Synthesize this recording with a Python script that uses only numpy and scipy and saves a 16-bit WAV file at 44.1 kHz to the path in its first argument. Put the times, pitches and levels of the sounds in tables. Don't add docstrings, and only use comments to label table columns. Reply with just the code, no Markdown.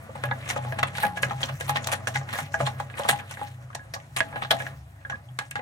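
import sys
import numpy as np
from scipy import signal
from scipy.fft import rfft, irfft
from scipy.io import wavfile
from scipy.ndimage import uniform_filter1d

SR = 44100
rng = np.random.default_rng(int(sys.argv[2]) if len(sys.argv) > 2 else 0)


def boost(x):
    u = np.asarray(x, float) / 20
    return 10 ** u


def dump(signal):
    limited = np.clip(np.atleast_2d(signal).T, -1, 1)
    pcm = np.round(limited * 32767).astype(np.int16)
    wavfile.write(sys.argv[1], SR, pcm)


N = 247665
T = np.arange(N) / SR
SIDES = np.array([[1], [-1]])

# start_s, hiss_db, slosh_db (relative)
STIR_LEVELS = [(0, -57.5, -43), (.42, -54, -42.5), (.56, -57, -39), (.7, -51.5, -40), (.95, -65, -41.5),
               (1.12, -58.5, -42.5), (1.47, -51, -41), (1.58, -52, -46), (1.8, -70, -37),
               (2.05, -54.5, -42.5), (2.27, -56, -42), (2.39, -42.5, -43), (2.52, -61, -47.5),
               (2.63, -57, -39), (2.85, -56, -46), (3.19, -56, -42), (3.28, -57, -47.5), (3.45, -57, -50.5),
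               (3.57, -64, -50), (4.14, -61, -57), (4.35, -62, -37.5), (4.48, -55, -53), (4.68, -53, -44.5),
               (4.83, -64.5, -56.5), (5.45, -63.5, -59), (5.62, -90, -65)]
# frequency_hz, gain_db
SLOSH_COLOUR = [(120, -9), (200, 1), (401, -11), (554, -3), (754, -6.5), (827, -13), (1030, -5.5),
                (1680, -7.5), (4660, -31), (8000, -52), (10400, -32), (17600, -120)]
# frequency_hz, level_db (relative), nominal_t60_s
JAR_MODES = [(543, -4, .15), (571, -3, .2), (662, -1, .2), (701, -7, .15), (751, -6, .15), (866, -5, .15),
             (824, 3.5, .3), (1665, -1.5, .095), (1120, -3, .045), (1240, -4, .05), (1462, -4, .045),
             (1530, -4, .045), (1885, -3, .045), (2018, -3, .05), (2185, -3, .045), (2470, -4, .035),
             (3110, -3, .03), (3356, -2, .035), (3640, -4, .03), (4150, -4, .03)]
# frequency_hz, gain_db
SCRAPE_COLOUR = [(530, 13.5), (900, -8), (1370, -2.5), (1830, 12), (3070, 2), (3380, 1.5), (4310, -1.5),
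                 (4680, -4), (5960, -1), (9200, -5.5), (16000, -10)]
# frequency_hz, level_db (relative), nominal_t60_s
SPOON_MODES = [(5900, -3, .025), (7050, -4, .025), (8390, 0, .03), (8960, 0, .03), (9650, -1, .03),
               (10400, -1, .025), (11000, -4, .02), (12100, -4, .02)]
# peak_s, treble_db, rise_20db_ms, fade_20db_ms (both at least 2 ms in effect),
# brightest_hz, body_over_treble_db
GRATE_STROKES = [(0.158, -54.5, 8, 26, 7900, 5), (0.238, -52.5, 2, 5.5, 8800, 19),
                 (0.259, -56.5, 23, 22, 12100, 9), (0.313, -59, 7, 16, 5000, 15),
                 (.45, -66.5, 110, 43, 9800, 12), (0.502, -33.5, 24.5, 38, 8100, -3),
                 (0.566, -55.5, 19, 54, 6500, 4.5), (.64, -64, 52, 64, 8050, 3),
                 (0.792, -44.5, 9, 12, 7040, 9), (0.83, -38.5, -0.5, 15.5, 6960, 13),
                 (0.88, -47.5, 13, 20, 7900, 1.5), (0.966, -47.5, 50, 63, 7700, 3),
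                 (1.031, -35.5, 40, 51, 10700, -4), (1.172, -43.5, 18, 30, 6500, 0),
                 (1.231, -34, 12, 34, 7740, -6.5), (1.31, -54.5, 21, 25, 5780, 11.5),
                 (1.431, -36, 25, 33, 7200, -5.5), (1.49, -59, 13, 30, 6025, 13),
                 (1.606, -43, 11, 79, 8110, -3.5), (1.693, -38, 20, 39, 10940, 1),
                 (1.762, -41, 11, 29, 5900, 9), (1.846, -43, 33, 40, 6200, -9),
                 (1.872, -27, 0.5, 13, 10700, -8.5), (1.931, -34, 36, 36, 8500, -1.5),
                 (2.073, -39, 3, 43, 7440, -2.5), (2.156, -35.5, 9.5, 34.5, 6780, 0.5),
                 (2.292, -62, 14, 33, 5870, 10.5), (2.336, -41, 22, 44, 10400, 0),
                 (2.389, -52, 37, 57, 10180, 9), (2.542, -40, 18, 22, 6060, -7),
                 (2.615, -48.5, 38, 46, 7800, 0.5), (2.669, -40, 9, 29, 7500, 4),
                 (2.8, -50, 17, 31, 7900, 2.5), (2.97, -72, 39, 40.5, 9220, -11),
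                 (2.995, -40, 34, 43, 9060, 2.5), (3.052, -50, 17, 51, 7740, 4.5),
                 (3.09, -24.5, 6.5, 33, 8100, -1.5), (3.13, -50.5, 24.5, 47, 8350, 4),
                 (3.199, -54.5, 23, 18, 6830, 5.5), (3.315, -51, 23, 55, 7920, 0),
                 (3.438, -57.5, 97, 74, 9350, 3), (3.75, -35.5, 0, 10.5, 6496, -6),
                 (3.938, -34, -5, 24, 6240, -11), (4.165, -31.5, -6, 46, 8280, 1),
                 (4.205, -62, 7, 50, 7890, -6), (4.31, -62, 60, 40, 10970, 1),
                 (4.362, -62, 7, 62, 7500, 13), (4.421, -48.5, 6, 34, 6356, 11),
                 (4.508, -26.5, 3, 23, 9120, -2), (4.605, -50.5, 38, 43, 9140, 5.5),
                 (4.667, -57.5, 21, 47, 6930, 6), (5.097, -48, 2, 32, 6380, -2),
                 (5.389, -54, -1, 69, 8410, 6), (5.511, -40, -2, 8, 9570, -32),
                 (5.556, -47.5, -10, 43, 6980, 3)]
# start_s, pitch_hz, level_db
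TABLE_BOOM = [(0.0, 125.7, -56), (0.2, 128.3, -48.5), (0.28, 126.7, -31), (0.44, 125.2, -46),
              (0.51, 125, -42), (0.7, 127, -30.5), (0.78, 125.2, -42), (0.83, 135, -28.5),
              (0.87, 133.7, -39.5), (1.08, 136, -47), (1.11, 133.2, -63), (1.27, 128.7, -28),
              (1.31, 128, -46), (1.36, 130.7, -33), (1.47, 134.2, -46), (1.55, 129.4, -31),
              (1.59, 128.3, -72), (1.64, 130.1, -38), (1.75, 139.5, -32.5), (1.84, 124.9, -45.5),
              (2.14, 125.5, -40), (2.19, 133, -26), (2.27, 124.6, -43.5), (2.33, 125, -37),
              (2.38, 137.6, -59), (2.44, 144, -32), (2.49, 137.3, -61), (2.58, 128.1, -50),
              (2.64, 133.8, -25), (2.74, 126.1, -43), (2.8, 133.6, -39.5), (2.92, 124.8, -44),
              (3.06, 139, -50), (3.14, 136.3, -34), (3.22, 138.5, -79), (3.28, 132.7, -45),
              (3.39, 135, -50), (3.45, 125.0, -52), (3.55, 125.4, -42), (3.8, 124.9, -47),
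              (3.86, 128.1, -73), (4.14, 124.4, -48), (4.24, 134.7, -40.5), (4.29, 132.4, -63),
              (4.33, 128.5, -44), (4.72, 126.9, -39), (4.89, 125.3, -65), (4.96, 125.6, -51),
              (5.02, 124.5, -67), (5.12, 128, -42), (5.22, 129.2, -68), (5.3, 125.7, -39.5),
              (5.46, 127, -50), (5.62, 138.3, -47)]
# start_s, upper_tone_db, lower_tone_db
HUM_LEVELS = [(0.0, -48, -58), (0.84, -41.5, -61), (0.98, -47, -56), (2.41, -44.5, -64), (2.47, -45, -53),
              (3.57, -49, -70), (3.61, -52.5, -56), (4.63, -48.5, -63), (4.82, -55, -42),
              (4.94, -48.5, -58), (5.54, -55, -60), (5.62, -50, -62)]
# frequency_hz, gain_db
AIR_COLOUR = [(15, -42), (25, -31), (78, -24), (108, 10), (149, 11.5), (190, -16.5), (300, -12), (476, -30),
              (659, -9), (1650, -31.5), (2280, -28), (5430, -37), (8590, -30.5), (16000, -48.5)]
# frequency_hz, gain_db
AIR_SIDE_COLOUR = [(15, -34.5), (25, 9), (149, -14), (335, 9), (476, -11), (863, 8), (5880, -16),
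                   (7110, -25), (8590, -35), (16000, -56.5)]
# start_s, clack_db, clack_centre_hz, low_ring_db (relative to clack), low_ring_centre_hz,
# bright_tick_db (relative to clack)
WALL_KNOCKS = [(0.0922, -49, 900, 17.5, 544, -6), (0.154, -27.5, 960, -1, 553, -21),
               (0.2378, -14.5, 890, -10.5, 610, -1.5), (0.2882, -26, 1430, -21, 835, -14),
               (0.3117, -13.5, 910, -7, 923, -41), (0.4636, -26.5, 1210, -19, 570, -7),
               (0.5007, -14.5, 1870, -18, 756, -3), (0.562, -19, 890, -2, 930, -23),
               (0.6484, -26.5, 924, -3.5, 750, -11), (0.7233, -20, 1670, -7, 651, -9),
               (0.7885, -18, 1640, -4.5, 797, 2), (0.829, -8, 1320, -15.5, 950, -16),
               (0.952, -24, 1670, -14, 792, 2), (0.9725, -23, 3590, -33, 796, 0),
               (0.9824, -15.5, 1880, -15.5, 900, -2), (1.0115, -27, 4100, -30, 800, -33),
               (1.032, -10, 1670, -8, 898, -23), (1.0378, -11.5, 1650, -6, 815, -27),
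               (1.0512, -18.5, 2500, -5, 742, -20), (1.066, -20, 1750, -11, 790, -12),
               (1.1714, -20.5, 1630, -7.5, 621, -18), (1.2318, -7, 1870, -17.5, 587, -3),
               (1.2378, -16, 2200, -38, 565, -24), (1.3089, -17, 1071, -5.5, 920, -13),
               (1.4073, -32, 1300, -3, 835, 12), (1.4305, -8.5, 2990, -27, 563, -22),
               (1.4385, -24.5, 4000, -12, 563, -42), (1.453, -35, 1240, -10, 659, -30),
               (1.491, -22, 1200, -9, 600, -1), (1.6092, -18, 2020, -12.5, 615, 7.5),
               (1.6808, -35, 2685, -1, 780, -19), (1.6937, -11, 911, -7, 820, 5),
               (1.7583, -11, 1250, -10, 783, -6), (1.8437, -26, 3560, -15, 792, -11),
               (1.8706, -27, 950, -32, 878, 16), (1.8866, -18.5, 1230, -10, 870, -6),
               (1.9263, -23.5, 930, -1, 517, 4), (2.0048, -35, 1210, -30, 674, -3),
               (2.0717, -12, 1632, -13.5, 658, 3), (2.156, -23, 1960, -1, 850, -8),
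               (2.2124, -27.5, 978, -8.5, 572, -17), (2.2749, -36, 1650, -4, 546, -13),
               (2.2894, -23, 1600, -41, 559, -6), (2.3359, -16.5, 1168, -16.5, 957, -16),
               (2.355, -21.5, 1710, -11, 659, -27), (2.3877, -12.5, 1340, -9.5, 915, -4),
               (2.5411, -8.5, 1540, -12.5, 662, -26.5), (2.603, -12.5, 1107, -3.5, 619, -16),
               (2.6678, -14.5, 1100, -11.5, 820, -29), (2.6715, -17, 1910, -11, 840, -25),
               (2.7997, -16.5, 913, -5, 946, -5), (2.8996, -29, 1663, -25, 822, -9),
               (2.9392, -28, 2275, -32, 669, -31), (2.9806, -30, 1628, -20, 898, -22),
               (2.9956, -23, 1255, 2.5, 598, -34), (3.02, -38, 894, -9, 650, -16),
               (3.034, -27, 3567, -18, 817, 3), (3.0503, -16.5, 1095, -6, 862, -28),
               (3.0915, -11.5, 1740, -8, 810, -9), (3.129, -21, 1490, -2.5, 814, -3),
               (3.1993, -27, 1515, -9, 817, -8), (3.3104, -27.5, 1469, -13, 872, 12.5),
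               (3.3713, -24, 1878, -16, 843, -39), (3.392, -39, 962, 6, 818, -6),
               (3.4137, -24, 977, 1, 857, -9), (3.702, -30, 1216, -33, 704, -27),
               (3.7299, -33, 1601, -30, 898, -13), (3.7512, -25, 1863, -7.5, 883, 7),
               (3.7928, -33, 1680, -14, 818, -40), (3.9389, -23.5, 1668, -8.5, 576, 6),
               (3.9634, -25, 1115, -10, 790, -20), (4.0005, -37, 2000, -18, 752, 1),
               (4.1655, -22, 3664, -3, 843, 6), (4.2048, -6, 1868, -16.5, 647, -9.5),
               (4.3271, -30.5, 1646, -2.5, 921, -17), (4.3585, -19, 1698, -6.5, 772, -17),
               (4.422, -14.5, 1181, -14.5, 858, -47), (4.4481, -21.5, 1500, -12, 677, -23),
               (4.5085, -4, 3330, -12, 683.3, -18), (4.515, -8.5, 1350, -8, 725, -11),
               (4.529, -25.5, 1260, 5, 665, -33), (4.6019, -18.5, 1620, -13, 560, -16),
               (4.6661, -18, 1686, -17, 663, -18.5), (5.012, -44, 2477, -40, 753, -35),
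               (5.026, -50, 2506, -40, 762, -36), (5.0494, -21, 1544, -32, 760, -37.5),
               (5.0976, -18, 1580, -13.5, 835, -28), (5.111, -28, 1620, -8, 743, -40),
               (5.1215, -20.5, 1670, -34, 807, -38), (5.127, -24, 1127, -29, 824, -40),
               (5.156, -39, 2540, -10, 824, -19), (5.287, -42, 3020, -42, 758, -43),
               (5.3885, -12, 2278, -20.5, 835, 4), (5.411, -27.5, 1665, -7.5, 824, -29),
               (5.5123, -23.5, 2340, -44, 850, 3), (5.5557, -16.5, 1752, -8.5, 807, -11),
               (5.5917, -26, 2010, -2.5, 760, -25)]
# frequency_hz, level_db (relative), nominal_t60_s
TABLE_MODES = [(165.6, 1, 0.34), (189.7, 14, 0.14), (248, 23, 0.06), (248, 5.5, 0.3)]
# start_s, pitch_hz, level_db
FAINT_TONE = [(.85, 166, -90), (.9, 172, -52), (1.03, 176, -53), (1.1, 176, -46), (1.28, 177, -48),
              (1.38, 180, -60), (1.5, 190, -90)]
# frequency_hz, left_minus_right_db
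PORT_COLOUR = [(60, 1.5), (110, 0.5), (200, 1), (380, -1.5), (700, 3), (1290, -1.5), (2380, 1),
               (4400, -2.5), (8120, 4.5), (15000, 7)]

RING_TOP_HZ = 950


def shape(x, points):
    hz, db = np.transpose(points)
    f = np.arange(N // 2 + 1) * SR / N + 1
    return irfft(rfft(x) * boost(np.interp(np.log(f), np.log(hz), db)), N)


def unit(x):
    return x / np.sqrt(np.mean(x ** 2))


def peak_one(x):
    return x / np.sqrt(uniform_filter1d(np.mean(x ** 2, 0), 256).max())


def curves(table):
    s, *columns = np.transpose(table)
    return [np.interp(T, s, c) for c in columns]


def walk(rate_hz):
    k = int(SR / rate_hz)
    held = np.repeat(rng.standard_normal(N // k + 1), k)
    return unit(uniform_filter1d(uniform_filter1d(held, k), k)[:N])


def pair(alike):
    mid, side = rng.standard_normal((2, N))
    return np.sqrt(1 + alike) * mid + np.sqrt(1 - alike) * side * SIDES


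def band(x, lo_hz, hi_hz):
    return signal.sosfilt(signal.butter(2, [lo_hz, hi_hz], "band", fs=SR, output="sos"), x)


def decay(x, fade_ms):
    return signal.lfilter([1], [1, -np.exp(-1000 / (fade_ms * SR))], x)


def swells(s, db, rise_s, fade_s):
    late = T - s[:, None]
    span = np.where(late < 0, rise_s[:, None], fade_s[:, None]).clip(.002)
    return boost(db[:, None] - 20 * np.abs(late) / span)


def slosh():
    wake_db, wake_fade_s = -33, 0.062
    _, slosh_db = curves(STIR_LEVELS)
    murmur = shape(pair(0.67), SLOSH_COLOUR)
    hums = 0
    for hz, db, _ in JAR_MODES:
        if hz < RING_TOP_HZ:
            hums = hums + boost(db + 6 * walk(22)) * band(murmur, hz * .975, hz * 1.025)
    s, db = np.transpose(WALL_KNOCKS)[:2]
    wake = swells(s, db + wake_db, 0 * s, wake_fade_s + 0 * s).sum(0)
    return (boost(slosh_db - 4) + wake) * boost(1.77 * walk(37)) * unit(murmur + 1.4 * hums)


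def grains(rate_hz, spread_db, fade_ms):
    size_db = spread_db * rng.exponential(size=N).clip(0, 4)
    catch = (rng.random(N) < rate_hz / SR) * boost(size_db)
    return unit(decay(catch, fade_ms))


def scraping():
    body_top_hz, hump_oct, hump_db, above_db_oct = 4600, .35, 11.5, 7
    hiss_db, _ = curves(STIR_LEVELS)
    s, db, rise_ms, fade_ms, top_hz, body_db = np.transpose(GRATE_STROKES)
    stroke = swells(s, db, rise_ms / 1000, fade_ms / 1000)
    rub = shape(pair(.5), SCRAPE_COLOUR)
    sing = rub
    for hz, mode_db, _ in SPOON_MODES:
        sing = sing + boost(mode_db - 3 + 6 * walk(30)) * band(rub, hz * .98, hz * 1.02)
    shared = grains(rate_hz=350, spread_db=3.5, fade_ms=1.8)
    grate = swish = 0
    for k, hz in enumerate(800 * 1.35 ** np.arange(11)):
        part, plain = (-1) ** k * band(np.array([sing, rub]), hz / 1.16, hz * 1.16)
        own = grains(rate_hz=200, spread_db=3.5, fade_ms=2)
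        grit = unit(.3 + shared + own) * boost(3 * walk(60))
        octaves = np.log2(hz / top_hz)
        hump = -hump_db * (1 - np.exp(-(octaves / hump_oct) ** 2))
        tone_db = body_db if hz < body_top_hz else hump
        tone_db = tone_db - above_db_oct * octaves.clip(0)
        grate = grate + boost(tone_db) @ stroke * grit * unit(part)
        swish = swish + boost(3.5 * walk(30)) * (1.2 + grit) * plain
    return grate + boost(hiss_db + 1.6 * walk(29.56)) * unit(swish)


def drone(hz, db, waver_hz, flutter_db, rate_hz):
    phase = 2 * np.pi * np.cumsum(hz + waver_hz * walk(rate_hz)) / SR
    return np.sqrt(2) * boost(db + flutter_db * walk(rate_hz)) * np.sin(phase)


def table_boom():
    return drone(*curves(TABLE_BOOM), waver_hz=2.5, flutter_db=1.5, rate_hz=25)


def appliance_hum():
    upper_db, lower_db = curves(HUM_LEVELS)
    upper = drone(97.0, upper_db, waver_hz=.4, flutter_db=1.5, rate_hz=7)
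    return upper + drone(72.5, lower_db, waver_hz=2.5, flutter_db=3.5, rate_hz=12)


def room_air():
    air = boost(-49.5) * unit(shape(rng.standard_normal(N), AIR_COLOUR))
    air = air + boost(-63.5) * unit(shape(rng.standard_normal(N), AIR_SIDE_COLOUR)) * SIDES
    return air * boost(1.0 * walk(5.9))


def rattles(n, length_ms=9, count=6):
    chance = rng.random((len(WALL_KNOCKS), 2, count))
    late = chance[:, 0] * (np.arange(count) > 0)
    place = (late * length_ms * SR / 1000).astype(int)
    size = np.where(late > 0, .42 * np.exp(-late) * chance[:, 1], 1)
    hits = np.zeros((len(WALL_KNOCKS), n))
    np.add.at(hits, (np.arange(len(WALL_KNOCKS))[:, None], place), size)
    return hits


def rings(modes, centre_hz, hit, focus_oct, depth_db, spread, rise_ms, detune, linger, scatter_db=1.5,
          soft_db_oct=0):
    hz, db, t60_s = np.transpose(modes)[:, :, None]
    t = np.arange(len(hit)) / SR
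    chance = rng.standard_normal((6, len(modes), 1))
    octaves = np.log2(hz / centre_hz)
    gain = boost(db + scatter_db * chance[0] - depth_db * (1 - np.exp(-(octaves / focus_oct) ** 2)))
    gain = gain * boost(-soft_db_oct * octaves.clip(0))
    slow = np.exp(-np.log(1000) * t / (t60_s * np.exp(.25 * chance[1])))
    fade = gain * (linger * slow + (1 - linger) * slow ** 3)
    flutter = np.repeat(rng.standard_normal((len(modes), len(t) // 400 + 1)), 400, 1)
    fade = fade * boost(4 * uniform_filter1d(flutter, 400)[:, :len(t)])
    turn = 2 * np.pi * hz * (1 + detune * (chance[2] + 12 * chance[5] * t)) * t
    both = np.array([np.sum(fade * np.sin(turn + spread * chance[3 + k]), 0) for k in range(2)])
    both = both * (1 - np.exp(-t * 1000 / rise_ms))
    return peak_one(signal.fftconvolve(both, hit[None], axes=1)[:, :len(t)])


def crack(lo_hz, hi_hz, hit, fade_ms, alike):
    noise = rng.standard_normal((3, len(hit)))
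    burst = (noise[:2] + alike * noise[2]) * decay(hit, fade_ms)
    return peak_one(band(band(burst, lo_hz, hi_hz), lo_hz, hi_hz))


def low_ring(hit, centre_hz):
    low = [m for m in JAR_MODES if m[0] < RING_TOP_HZ]
    ring = rings(low, centre_hz, hit, focus_oct=.12, depth_db=14, spread=.5, rise_ms=1, detune=.007,
                 linger=.3, scatter_db=3)
    ring += boost(-10.5) * crack(540, 1250, hit, fade_ms=14, alike=1)
    thud = rings(TABLE_MODES, 217, hit, focus_oct=.7, depth_db=12, spread=1.2, rise_ms=20, detune=.05,
                 linger=.45)
    return ring + boost(-18) * thud


def clack(hit, centre_hz, tick_db):
    soft = np.interp(tick_db, (-36, -10), (1, 0))
    high = [m for m in JAR_MODES if m[0] > RING_TOP_HZ]
    quick = boost(-11.5) * rings(high, centre_hz, hit, focus_oct=0.19, depth_db=14 + 7.72 * soft, spread=1.4,
                               rise_ms=0.42 + 0.44 * soft, detune=0.0025, linger=.25 + .25 * soft,
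                               scatter_db=3, soft_db_oct=9)
    width = np.interp(tick_db, (-36, -24, -8), (1.12, 1.5, 1.9))
    body = crack(centre_hz / width, centre_hz * width, hit, fade_ms=2.5, alike=0.059)
    click = crack(centre_hz / 2, min(centre_hz * 2, 5000), hit, fade_ms=.8, alike=.8)
    return quick + boost(-17.5 - 1.3 * soft) * body + boost(-15 - 20 * soft) * click


def bright_tick(hit):
    tick = crack(3700, 9500, hit, fade_ms=2.5, alike=0.16)
    ring = rings(SPOON_MODES, 8500, hit, focus_oct=1, depth_db=-22, spread=0.17, rise_ms=.1, detune=.02,
                 linger=.3)
    return tick + boost(-4.5) * ring


def knocks(n=12288):
    out = np.zeros((2, N + n))
    for (s, db, hz, ring_db, ring_hz, tick_db), hit in zip(WALL_KNOCKS, rattles(n)):
        at, short = int(s * SR), hit[:n // 3]
        out[:, at:at + n] += boost(db + ring_db - 5.5) * low_ring(hit, ring_hz)
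        sharp = clack(short, hz, tick_db) + boost(tick_db - 26.0) * bright_tick(short)
        out[:, at:at + n // 3] += boost(db) * sharp
    return out[:, :N]


def right_port(x, lag_hz=5500):
    f = np.arange(N // 2 + 1) * SR / N
    return irfft(rfft(x) * np.exp(-2j * np.pi * np.minimum(f / lag_hz, 1)), N)


def room_echo(near):
    t60_s, level_db, dull_hz = 0.12, -14, 8000
    t = T[:SR // 2]
    tail = rng.standard_normal((2, len(t))) * np.exp(-np.log(1000) * t / t60_s) * (t > .004)
    tail = band(tail, 174, dull_hz)
    tail = tail / np.sqrt(np.sum(tail ** 2) / 2)
    return boost(level_db) * signal.fftconvolve(near, tail, axes=1)[:, :N]


def faint_tone():
    return drone(*curves(FAINT_TONE), waver_hz=1.0, flutter_db=1.0, rate_hz=12)


def scene():
    near = slosh() + scraping() + knocks()
    near[1] = right_port(near[1])
    low = table_boom() + appliance_hum() + faint_tone()
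    return near + room_echo(near) + low + room_air()


def roll_off(x):
    return signal.sosfilt(signal.butter(12, 16000, fs=SR, output="sos"), x)


def record(dry):
    left = shape(dry[0], [(hz, db / 2) for hz, db in PORT_COLOUR])
    right = shape(dry[1], [(hz, -db / 2) for hz, db in PORT_COLOUR])
    return roll_off(np.array([left, right]))


dry = scene()
out = record(dry)
dump(out)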